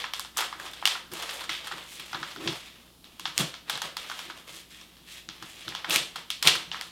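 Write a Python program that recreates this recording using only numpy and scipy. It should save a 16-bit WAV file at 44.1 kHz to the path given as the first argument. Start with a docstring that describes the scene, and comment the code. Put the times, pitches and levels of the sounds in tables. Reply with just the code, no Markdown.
"""A folded sheet of stiff paper is handled and opened out on a desk in a small shelved room, 7 s.
Mains hum, hiss and a faint treble buzz lie below. From the start creases snap over in short noise cracks,
thickest before 0.5 s, loud at 0.85 s, 3.4 s, 6 s and 6.5 s, sparse and faint from 4.3 to 5.2 s; the room answers.
The sheet rustles in grainy noise, under sliding fingers and as snaps die away; hands bump the desk top
(ringing panel modes). One microphone, bright around 3.3 kHz: a mono scene."""
import sys
import numpy as np
from scipy import signal
from scipy.fft import rfft, irfft
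from scipy.io import wavfile

SR = 44100
rng = np.random.default_rng(int(sys.argv[2]) if len(sys.argv) > 2 else 0)


def store_wav(level_fs):
    """Save 16-bit WAV to argv[1]."""
    pcm = np.round(np.clip(np.atleast_2d(level_fs), -1, 1) * 32767)
    wavfile.write(sys.argv[1], SR, pcm.T.astype(np.int16))


def volts_from_db(level):
    """Convert decibel levels to linear amplitude ratios."""
    exponent = np.asarray(level, float) / 20
    return 10 ** exponent


N = 304731   # samples
STEP = 64   # samples between points of the slow level curves


def rms_one(x):
    """Scales x to rms 1."""
    return x / np.sqrt(np.mean(x ** 2) + 1e-20)


def at_hz(points, hz):
    """Reads a table of frequency and value at hz, straight between points in log frequency."""
    table = np.array(points)
    return np.interp(np.log(hz), np.log(table[:, 0]), table[:, 1])


def shaped(x, spectrum):
    """Gives x the colour of a (Hz, dB) table; rms 1."""
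    hz = np.maximum(np.fft.rfftfreq(len(x), 1 / SR), 1)
    return rms_one(irfft(rfft(x) * volts_from_db(at_hz(spectrum, hz)), len(x)))


def bandpass(x, order, low_hz, high_hz):
    """Keeps what lies between two frequencies."""
    return signal.sosfilt(signal.butter(order, [low_hz, high_hz], "band", fs=SR, output="sos"), x)


def resonance(x, hz, width_hz):
    """Two-pole resonance with gain 1 on top."""
    r = np.exp(-np.pi * width_hz / SR)
    poles = [1, -2 * r * np.cos(2 * np.pi * hz / SR), r * r]
    return signal.lfilter([(1 - r * r) / 2, 0, (r * r - 1) / 2], poles, x)


def drift(rate_hz):
    """Slow chance with spread 1: noise through two equal low-pass poles at rate_hz."""
    r = np.exp(-2 * np.pi * rate_hz / SR)
    slow = signal.lfilter([1], [1, -2 * r, r * r], rng.standard_normal(N + SR))
    return rms_one(slow[SR:])   # the first second lets the filter settle


def swells(rows, rise_db_per_s, fall_db_per_s):
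    """Power gain over time of each row (full from s, held s, ..): steady dB rise, hold at 1, steady dB fall."""
    t = np.arange(0, N + STEP, STEP) / SR
    full_from = np.array(rows)[:, :1]
    held = np.array(rows)[:, 1:2]
    rise_db = rise_db_per_s * np.maximum(full_from - t, 0)
    fall_db = fall_db_per_s * np.maximum(t - full_from - held, 0)
    return volts_from_db(-rise_db - fall_db) ** 2


def every_sample(coarse):
    """Fills in a slow curve to the full sample rate."""
    return np.interp(np.arange(N) / STEP, np.arange(len(coarse)), coarse)


# Mains hum lines at the microphone. Each row: frequency in Hz, typical rms level in dB.
HUM_LINES = [(59.2, -64.5), (177.6, -65), (242.2, -76.5), (301.5, -73.5), (360.7, -90.5)]
# Colour of the steady hiss. Each row: frequency in Hz, relative density in dB per Hz.
HISS_COLOUR = [(12, -36), (20, -2), (60, 0), (130, 2), (177, -32), (222, 6), (319, -2), (399, -5.5),
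               (660, -7.5), (1150, -9), (1960, -18), (3340, -6), (6540, -14), (13900, -17.5),
               (16000, -18.5)]
HISS_RMS_DB, BUZZ_RMS_DB = -56.5, -66.5
BUZZ_HZ, BUZZ_SHARPNESS = 120, 4.0   # treble puffs per second; higher sharpness, narrower puffs


def background():
    """Mains lines wavering in level over steady hiss, and treble noise pulsing as a faint buzz."""
    t = np.arange(N) / SR
    hum = 0
    for hz, db in HUM_LINES:
        level = np.sqrt(2) * volts_from_db(db + 0.99 * drift(1))
        hum = hum + level * np.sin(2 * np.pi * (hz * t + rng.random()))
    hiss = shaped(rng.standard_normal(N), HISS_COLOUR)
    puffs = np.exp(BUZZ_SHARPNESS * np.cos(2 * np.pi * BUZZ_HZ * t)) * rng.standard_normal(N)
    buzz = rms_one(bandpass(puffs, 3, 9500, 15000))
    return hum + volts_from_db(HISS_RMS_DB) * hiss + volts_from_db(BUZZ_RMS_DB) * buzz


# How long the small room rings. 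Each row: frequency in Hz, time to fall by 60 dB in seconds.
RING_TIMES = [(200, 0.63), (530, 0.49), (1400, 0.41), (3700, 0.37), (9700, 0.34), (16000, 0.22)]
# Colour of the reflections at the outset. Each row: frequency in Hz, relative level in dB.
REFLECTION_COLOUR = [(200, 13), (800, -1.5), (3000, 4.5), (8000, 3.5), (16000, -11)]
ROOM_DB, FIRST_WALL_S, FIRST_WALL_DB = -3, 0.01, 4.5


def room(x):
    """Reflections swell until the first wall answers, then die band by band."""
    t = np.arange(SR // 2) / SR
    edges = 150 * 2 ** np.arange(0, 7, .5)   # half-octave bands
    tail = 0
    for low, noise in zip(edges, rng.standard_normal((len(edges), len(t)))):
        high = low * 2 ** .5
        hz = np.sqrt(low * high)
        decay_db = at_hz(REFLECTION_COLOUR, hz) - 60 * t / at_hz(RING_TIMES, hz)
        tail = tail + bandpass(noise, 2, low, high) * volts_from_db(decay_db)
    tail = tail * np.clip((t - FIRST_WALL_S) / 0.013 + 1, 0, 1)
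    # the nearest wall stands out for about a millisecond
    tail = tail * volts_from_db(FIRST_WALL_DB * np.exp(-((t - FIRST_WALL_S) / 0.00099) ** 2))
    tail = tail / np.sqrt(np.sum(tail ** 2))
    return volts_from_db(ROOM_DB) * signal.fftconvolve(x, tail)[:N]


# Hands meeting the desk top. Each row: full from in seconds, held in seconds,
# lower mode level in dB, upper mode level in dB.
HAND_BUMPS = [(0.56, .13, -59, -59), (0.83, 0.017, -67, -54), (1.125, 0.0062, -49.5, -41),
              (1.5, 0.012, -55, -50.5), (1.732, .03, -52, -48.5), (2.0, .02, -58, -57),
              (2.15, 0.0092, -47.5, -44), (2.22, 0.0085, -50, -49), (2.37, 0.1, -55, -39),
              (2.46, 0.034, -37, -35), (3.212, 0.085, -56, -57), (3.4, 0.013, -31.5, -35),
              (3.74, 0.013, -49.5, -55), (3.84, 0.011, -51, -65), (4.27, 0.013, -66, -48.5),
              (4.52, .02, -61, -61), (5.29, .01, -56, -54), (5.43, 0.0086, -54, -50),
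              (5.56, 0.0071, -69, -58), (5.68, 0.008, -43, -45), (5.89, .02, -48, -41),
              (5.96, 0.018, -42.5, -42.5), (6.18, .03, -58, -64), (6.463, 0.016, -35.5, -37.5),
              (6.56, 0.0086, -46, -47), (6.68, 0.013, -51, -62), (6.74, 0.018, -60, -58),
              (6.87, .01, -66, -74)]
# Lower mode, upper mode and dull body of the desk top. Each row: frequency in Hz,
# width in Hz of the first of two resonances in a chain (the second is twice as wide).
DESK_MODES = [(151, 59), (330, 49), (220, 300)]
BUMP_RISE_DB_PER_S, BUMP_FALL_DB_PER_S = 900, 248
RESTING_HANDS_DB = -68   # floor under both modes
BODY_DB = -11   # against the two mode levels added


def desk():
    """Rubbing and pressing shake the two panel modes of the desk top; its dull body follows both."""
    shake = swells(HAND_BUMPS, BUMP_RISE_DB_PER_S, BUMP_FALL_DB_PER_S)
    levels = []
    for db in np.transpose(HAND_BUMPS)[2:]:
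        power = volts_from_db(db) ** 2 @ shake + volts_from_db(RESTING_HANDS_DB) ** 2
        levels.append(every_sample(np.sqrt(power)))
    lower, upper = levels
    ringing = []
    for hz, width_hz in DESK_MODES:
        once = resonance(rng.standard_normal(N), hz, width_hz)
        ringing.append(rms_one(resonance(once, hz, 2 * width_hz)))
    lower_mode, upper_mode, body = ringing
    return lower * lower_mode + upper * upper_mode + volts_from_db(BODY_DB) * (lower + upper) * body


# The microphone's presence peak, and a lower ring of the paper panel. Each row: frequency in Hz, width in Hz,
# boost in dB.
PRESENCE_AND_RING = [(3330, 1070, 10), (1273, 230, 2.5)]


def three_bands(x, low_db, high_db, bottom_hz):
    """Presence peak and panel ring, then lows and highs set against a middle of rms 1."""
    for hz, width_hz, db in PRESENCE_AND_RING:
        x = x + (volts_from_db(db) - 1) * resonance(x, hz, width_hz)
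    low = rms_one(bandpass(x, 3, bottom_hz, 1800))
    mid = rms_one(bandpass(x, 3, 1800, 6000))
    high = rms_one(bandpass(x, 3, 6000, 16500))
    return mid - volts_from_db(low_db) * low - volts_from_db(high_db) * high   # opposite signs close the gaps between bands


# Rustling of the sheet: finger strokes, and noise dying away after snaps, the first already fading at the start.
# Each row: full from in seconds, held in seconds, middle-band level in dB,
# lows in dB against the middle, highs in dB against the middle.
RUSTLES = [(0.0, 0.011, -33.5, -9.5, -13.5), (0.16, 0.024, -46, -5, -8), (0.389, .03, -34.5, -5, -6),
           (0.6, 0.087, -46, 0, -5.5), (0.77, 0.068, -47.5, -6, -12), (0.899, 0.024, -35.5, -8.5, -13),
           (1.139, .26, -42, -2.5, -6), (1.511, 0.042, -36.5, -15.5, -13.5), (1.6, 0.21, -44.5, -4.5, -10),
           (1.84, 0.11, -50.5, -8, -1), (1.959, 0.059, -44.5, -11.5, -9), (2.06, .28, -46.5, -8, -6),
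           (2.409, 0.15, -43, -2, -5.5), (2.6, 0.075, -47, -11.5, -11.5), (2.72, .1, -59, -4.5, -5),
           (2.87, 0.021, -60, -4, -8), (3.05, 0.18, -60, -5, -13), (3.25, 0.022, -49.5, -6, 0),
           (3.39, 0.019, -34, 0, -0.5), (3.53, 0.022, -48, -12, -18), (3.701, 0.049, -40, -3, -10),
           (3.84, 0.013, -40, -0.5, -9.5), (3.99, 0.27, -44.5, -7.5, -5.5),
           (4.37, 0.015, -48.5, -3.5, -7.5), (4.48, 0.018, -49.5, -5.5, -3),
           (4.535, 0.041, -48, -7.5, -2.5), (4.6, 0.014, -53.5, -13, -8), (4.715, 0.063, -49.5, -18, -10),
           (4.8, 0.024, -55, -1, -2), (4.9, 0.25, -61.5, -9, -9), (5.08, 0.1, -46.5, -16.5, -5),
           (5.33, 0.14, -52, -8, -8), (5.45, 0.12, -51, -8.5, -1.5), (5.57, 0.1, -48.5, -10.5, -6),
           (5.71, 0.097, -46.5, -3.5, -11), (5.89, .02, -34, -3, -11), (5.938, 0.013, -24, -7.5, -6),
           (6.16, 0.035, -46.5, -3, -13), (6.31, 0.015, -45, -10, -11), (6.468, 0.016, -25, -4.5, -7),
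           (6.56, .07, -50, -16, -13), (6.74, 0.039, -42.5, -7.5, -15), (6.841, 0.036, -53, -6, -3)]
# Colour of the rustling sheet ahead of the microphone. Each row: frequency in Hz, relative density in dB per Hz.
SHEET_COLOUR = [(180, -9), (300, 7), (593, 4.5), (801, 3.5), (1040, 3), (1120, 5.5), (1300, 0.5),
                (1660, 0.5), (3190, -8), (11300, -19), (16000, -25.5)]
RUSTLE_RISE_DB_PER_S, RUSTLE_FALL_DB_PER_S = 587, 218
CRINKLES_PER_S, CRINKLE_FADE_S = 720, 0.00059   # typical rate, which clumps up and down


def rustle():
    """The sheet's fibres hiss; tiny crinkles, each a millisecond puff, come in clumps on top of it."""
    _, _, db, lows, highs = np.transpose(RUSTLES)
    shapes = swells(RUSTLES, RUSTLE_RISE_DB_PER_S, RUSTLE_FALL_DB_PER_S)
    power = volts_from_db(db)[:, None] ** 2 * shapes + 1e-30
    total = power.sum(axis=0)
    # rows blend their colours by power, so the loudest counts most
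    low_db = every_sample(lows @ power / total)
    high_db = every_sample(highs @ power / total)
    born = rng.random(N) < CRINKLES_PER_S * volts_from_db(4.0 * drift(25)) / SR
    sizes = born * volts_from_db(1.6 * np.minimum(rng.exponential(1, N), 4))
    puffs = signal.lfilter([1], [1, -np.exp(-1 / (CRINKLE_FADE_S * SR))], sizes)
    grain = shaped((1.09 + puffs) * rng.standard_normal(N), SHEET_COLOUR)
    level = every_sample(np.sqrt(total))
    low_db = low_db + 0.43 * drift(25.0)
    high_db = high_db + 2.54 * drift(11)
    return level * three_bands(grain, low_db, high_db, bottom_hz=453)


# Creases snapping over, and at 0.874 s a strong room reflection of the crack before it.
# Each row: start in seconds, direct peak in dB, lows in dB against the middle,
# highs in dB against the middle (both before the flap rings), nominal length in ms.
CRACKS = [(0.0408, -16.5, 6, -28, 4.5), (0.1356, -12.5, -6, -7, 2.8), (0.1953, -15, -3, 4.5, 1.5),
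          (0.2482, -26.5, 2.5, -16, 2.7), (0.366, -26, 3, -9, 1.9), (0.371, -14, 0, 11, 4.4),
          (0.379, -14.5, -2, 4, 5.2), (0.3866, -15, 2, -2, 7.8), (0.405, -16, -2, -1, 9),
          (0.4232, -18, 16, -20, 2.5), (0.442, -22.5, 1, -23, 2.8), (0.5269, -21.5, 10, -17, 2.9),
          (0.598, -25, 13, 4, 3.3), (0.6636, -30, -1, -23, 9), (0.7132, -35, -9, 6, 1.5),
          (0.734, -27.5, -3, -3, 3.6), (0.8256, -20.5, 38, -14, 1.2), (0.8545, -2.5, -9, -4.5, 2.2),
          (0.874, -9, -7, -5, 2.6), (0.952, -22, 19, -21, 7.7), (1.1167, -29.5, 1, 1, 12),
          (1.1362, -17, 0, 9, 0.22), (1.2234, -22.5, -3, -2, 7), (1.2328, -27, 12, -20, 2.9),
          (1.2921, -19, -2.2, -29, 6), (1.4096, -27.5, 7, -13, 12), (1.4393, -25, 0, -7.5, 4.7),
          (1.493, -15, -3.5, -13, 5.3), (1.646, -31.5, 1, -1, 5.7), (1.6708, -22.5, 3, -1, 4.7),
          (1.713, -20, 8, -16, 16), (1.7812, -34, 13, -21, 3.1), (1.997, -23.5, -5, -2, 5.8),
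          (2.1304, -18.5, 8, -24, 4.3), (2.1456, -18.5, 9, -28, 6.6), (2.2287, -19, 3.5, -29, 4.4),
          (2.2854, -36.5, 8, -22.5, 2.5), (2.311, -30.5, -2, -18, 9.5), (2.3617, -26, 0, -12, 2.2),
          (2.4751, -11, -8.5, -25, 4.7), (3.0427, -32.5, -7, -8, 1.6), (3.1962, -22.5, -7.5, -2, 1.8),
          (3.2549, -12.5, -1, -30, 4), (3.3788, 3.5, -26, 0.5, 0.59), (3.4005, -16, -8, -18, 11),
          (3.5406, -23.5, -3, -30, 2.8), (3.6968, -10, -4, -2, 4.3), (3.7278, -20, -7, -21, 3.6),
          (3.7546, -19, -3, -22, 1.3), (3.7752, -22, 2, -5, 2.6), (3.8181, -14.5, -0.5, -4, 3.9),
          (3.9681, -13.5, -2.5, -5, 3.1), (4.0986, -19.5, 4, -17, 2.8), (4.1149, -20.5, 6, -16, 2.6),
          (4.1914, -22, -1, -7, 3.2), (4.299, -26.5, 4, -33.5, 9.5), (4.7047, -40.5, -19, 0, 9),
          (4.8127, -32.5, -4, -9, 3), (4.968, -39.5, -4, -18, 3.4), (5.2887, -17.5, -6.5, -28, 1.4),
          (5.4243, -25.5, 3, -6, 5.3), (5.676, -35.5, 4, -25, 3.5), (5.6802, -17, -8, -25, 2.4),
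          (5.689, -26, -20, 0, 2.4), (5.7224, -29, 14, -26, 2.3), (5.7503, -15.5, -5.5, -15, 1.8),
          (5.845, -17.5, 9, -16, 5), (5.8975, -12, -5, 5, 0.6), (5.9055, -10, -32, -5, 10),
          (5.9599, -1, -27, -2, 1.2), (6.158, -21, -0.5, -6, 6.5), (6.303, -12, -17.5, -6.5, 2.5),
          (6.426, -8.5, -7.5, -1, 4.1), (6.452, -22.5, -14, -2.5, 4.8), (6.4727, 2.5, -29, -8, 4.5),
          (6.5522, -17, 1, -3, 7.2), (6.7153, -18.5, -7, -32, 2.1), (6.7329, -27.5, 11, -16, 2.7),
          (6.745, -19, 24, -23, 1.6), (6.7567, -36, 9, -24, 3.8), (6.8116, -15.5, -3, -3.5, 1.1)]
SLOW_SNAP_MS = 2.7   # treble loss grows with length, up to 0.9 of this
SNAP_TO_ROOM_DB = -1   # push into the room for a crack that peaks at -18.5 dB
FAINT_ARE_FAR = 0.097   # dB more into the room for each dB fainter
# every crack carries a flap ringing at its own pitch; its width is a share of that pitch
FLAP_LOWEST_HZ, FLAP_HIGHEST_HZ, FLAP_WIDTH, FLAP_DB = 1005, 8330, 0.11, 8


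def snaps():
    """A sharp front and a few ms of slips along the crease; the room gets their energy as one even push."""
    size = 1024   # samples for one crack
    direct, radiated = np.zeros(N + size), np.zeros(N + size)
    t = np.arange(size) / SR
    noises = rng.standard_normal((len(CRACKS), size))
    for (s, peak_db, low_db, high_db, ms), noise in zip(CRACKS, noises):
        chance = np.abs(noise[-1]) * 100 % 1   # spread evenly in log pitch
        flap_hz = FLAP_LOWEST_HZ * (FLAP_HIGHEST_HZ / FLAP_LOWEST_HZ) ** chance
        noise[0] = 1.1 * np.sign(noise[0])   # the sharp front
        slips = noise * np.exp(-(900 * t / max(ms, .05)) ** 1.58)
        crack = three_bands(slips, low_db, high_db, bottom_hz=764)
        # slower snaps lose the very top
        crack = signal.lfilter([1, min(ms / SLOW_SNAP_MS, .9)], [1], crack)
        crack = crack + (volts_from_db(FLAP_DB) - 1) * resonance(crack, flap_hz, FLAP_WIDTH * flap_hz)
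        crack = volts_from_db(peak_db) * crack / np.abs(crack).max()
        click = 1.0 * (t == 0)
        push = rms_one(three_bands(click, low_db, high_db, bottom_hz=796))
        to_room_db = SNAP_TO_ROOM_DB - FAINT_ARE_FAR * (peak_db + 18.5)
        i = round(s * SR)
        direct[i:i + size] += crack
        radiated[i:i + size] += volts_from_db(to_room_db) * np.std(crack) * push
    return direct[:N], radiated[:N]


def scene():
    """Paper, room, desk and background at one microphone: a mono scene, and the weak trace beside it."""
    direct, radiated = snaps()
    rustling = rustle()
    reflections = room(radiated + volts_from_db(-4.5) * rustling)
    mono = direct + rustling + reflections + desk() + background()
    smear = rng.standard_normal(1024) / 32
    trace = volts_from_db(-36) * signal.fftconvolve(mono, smear)[:N]   # weak and decorrelated, no part of the scene itself
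    return mono + trace * np.array([[1], [-1]])


def roll_off(x):
    """The treble ends steeply here."""
    return signal.sosfilt(signal.butter(12, 16540, fs=SR, output="sos"), x)


def record(dry):
    """The recorder rolls off the top above 15.7 kHz and rounds the peaks."""
    rolled = signal.sosfilt(signal.butter(4, 15700, fs=SR, output="sos"), dry)
    rounded = 1.313 * np.tanh(rolled / 1.714)
    return roll_off(rounded)


dry = scene()
out = record(dry)
store_wav(out)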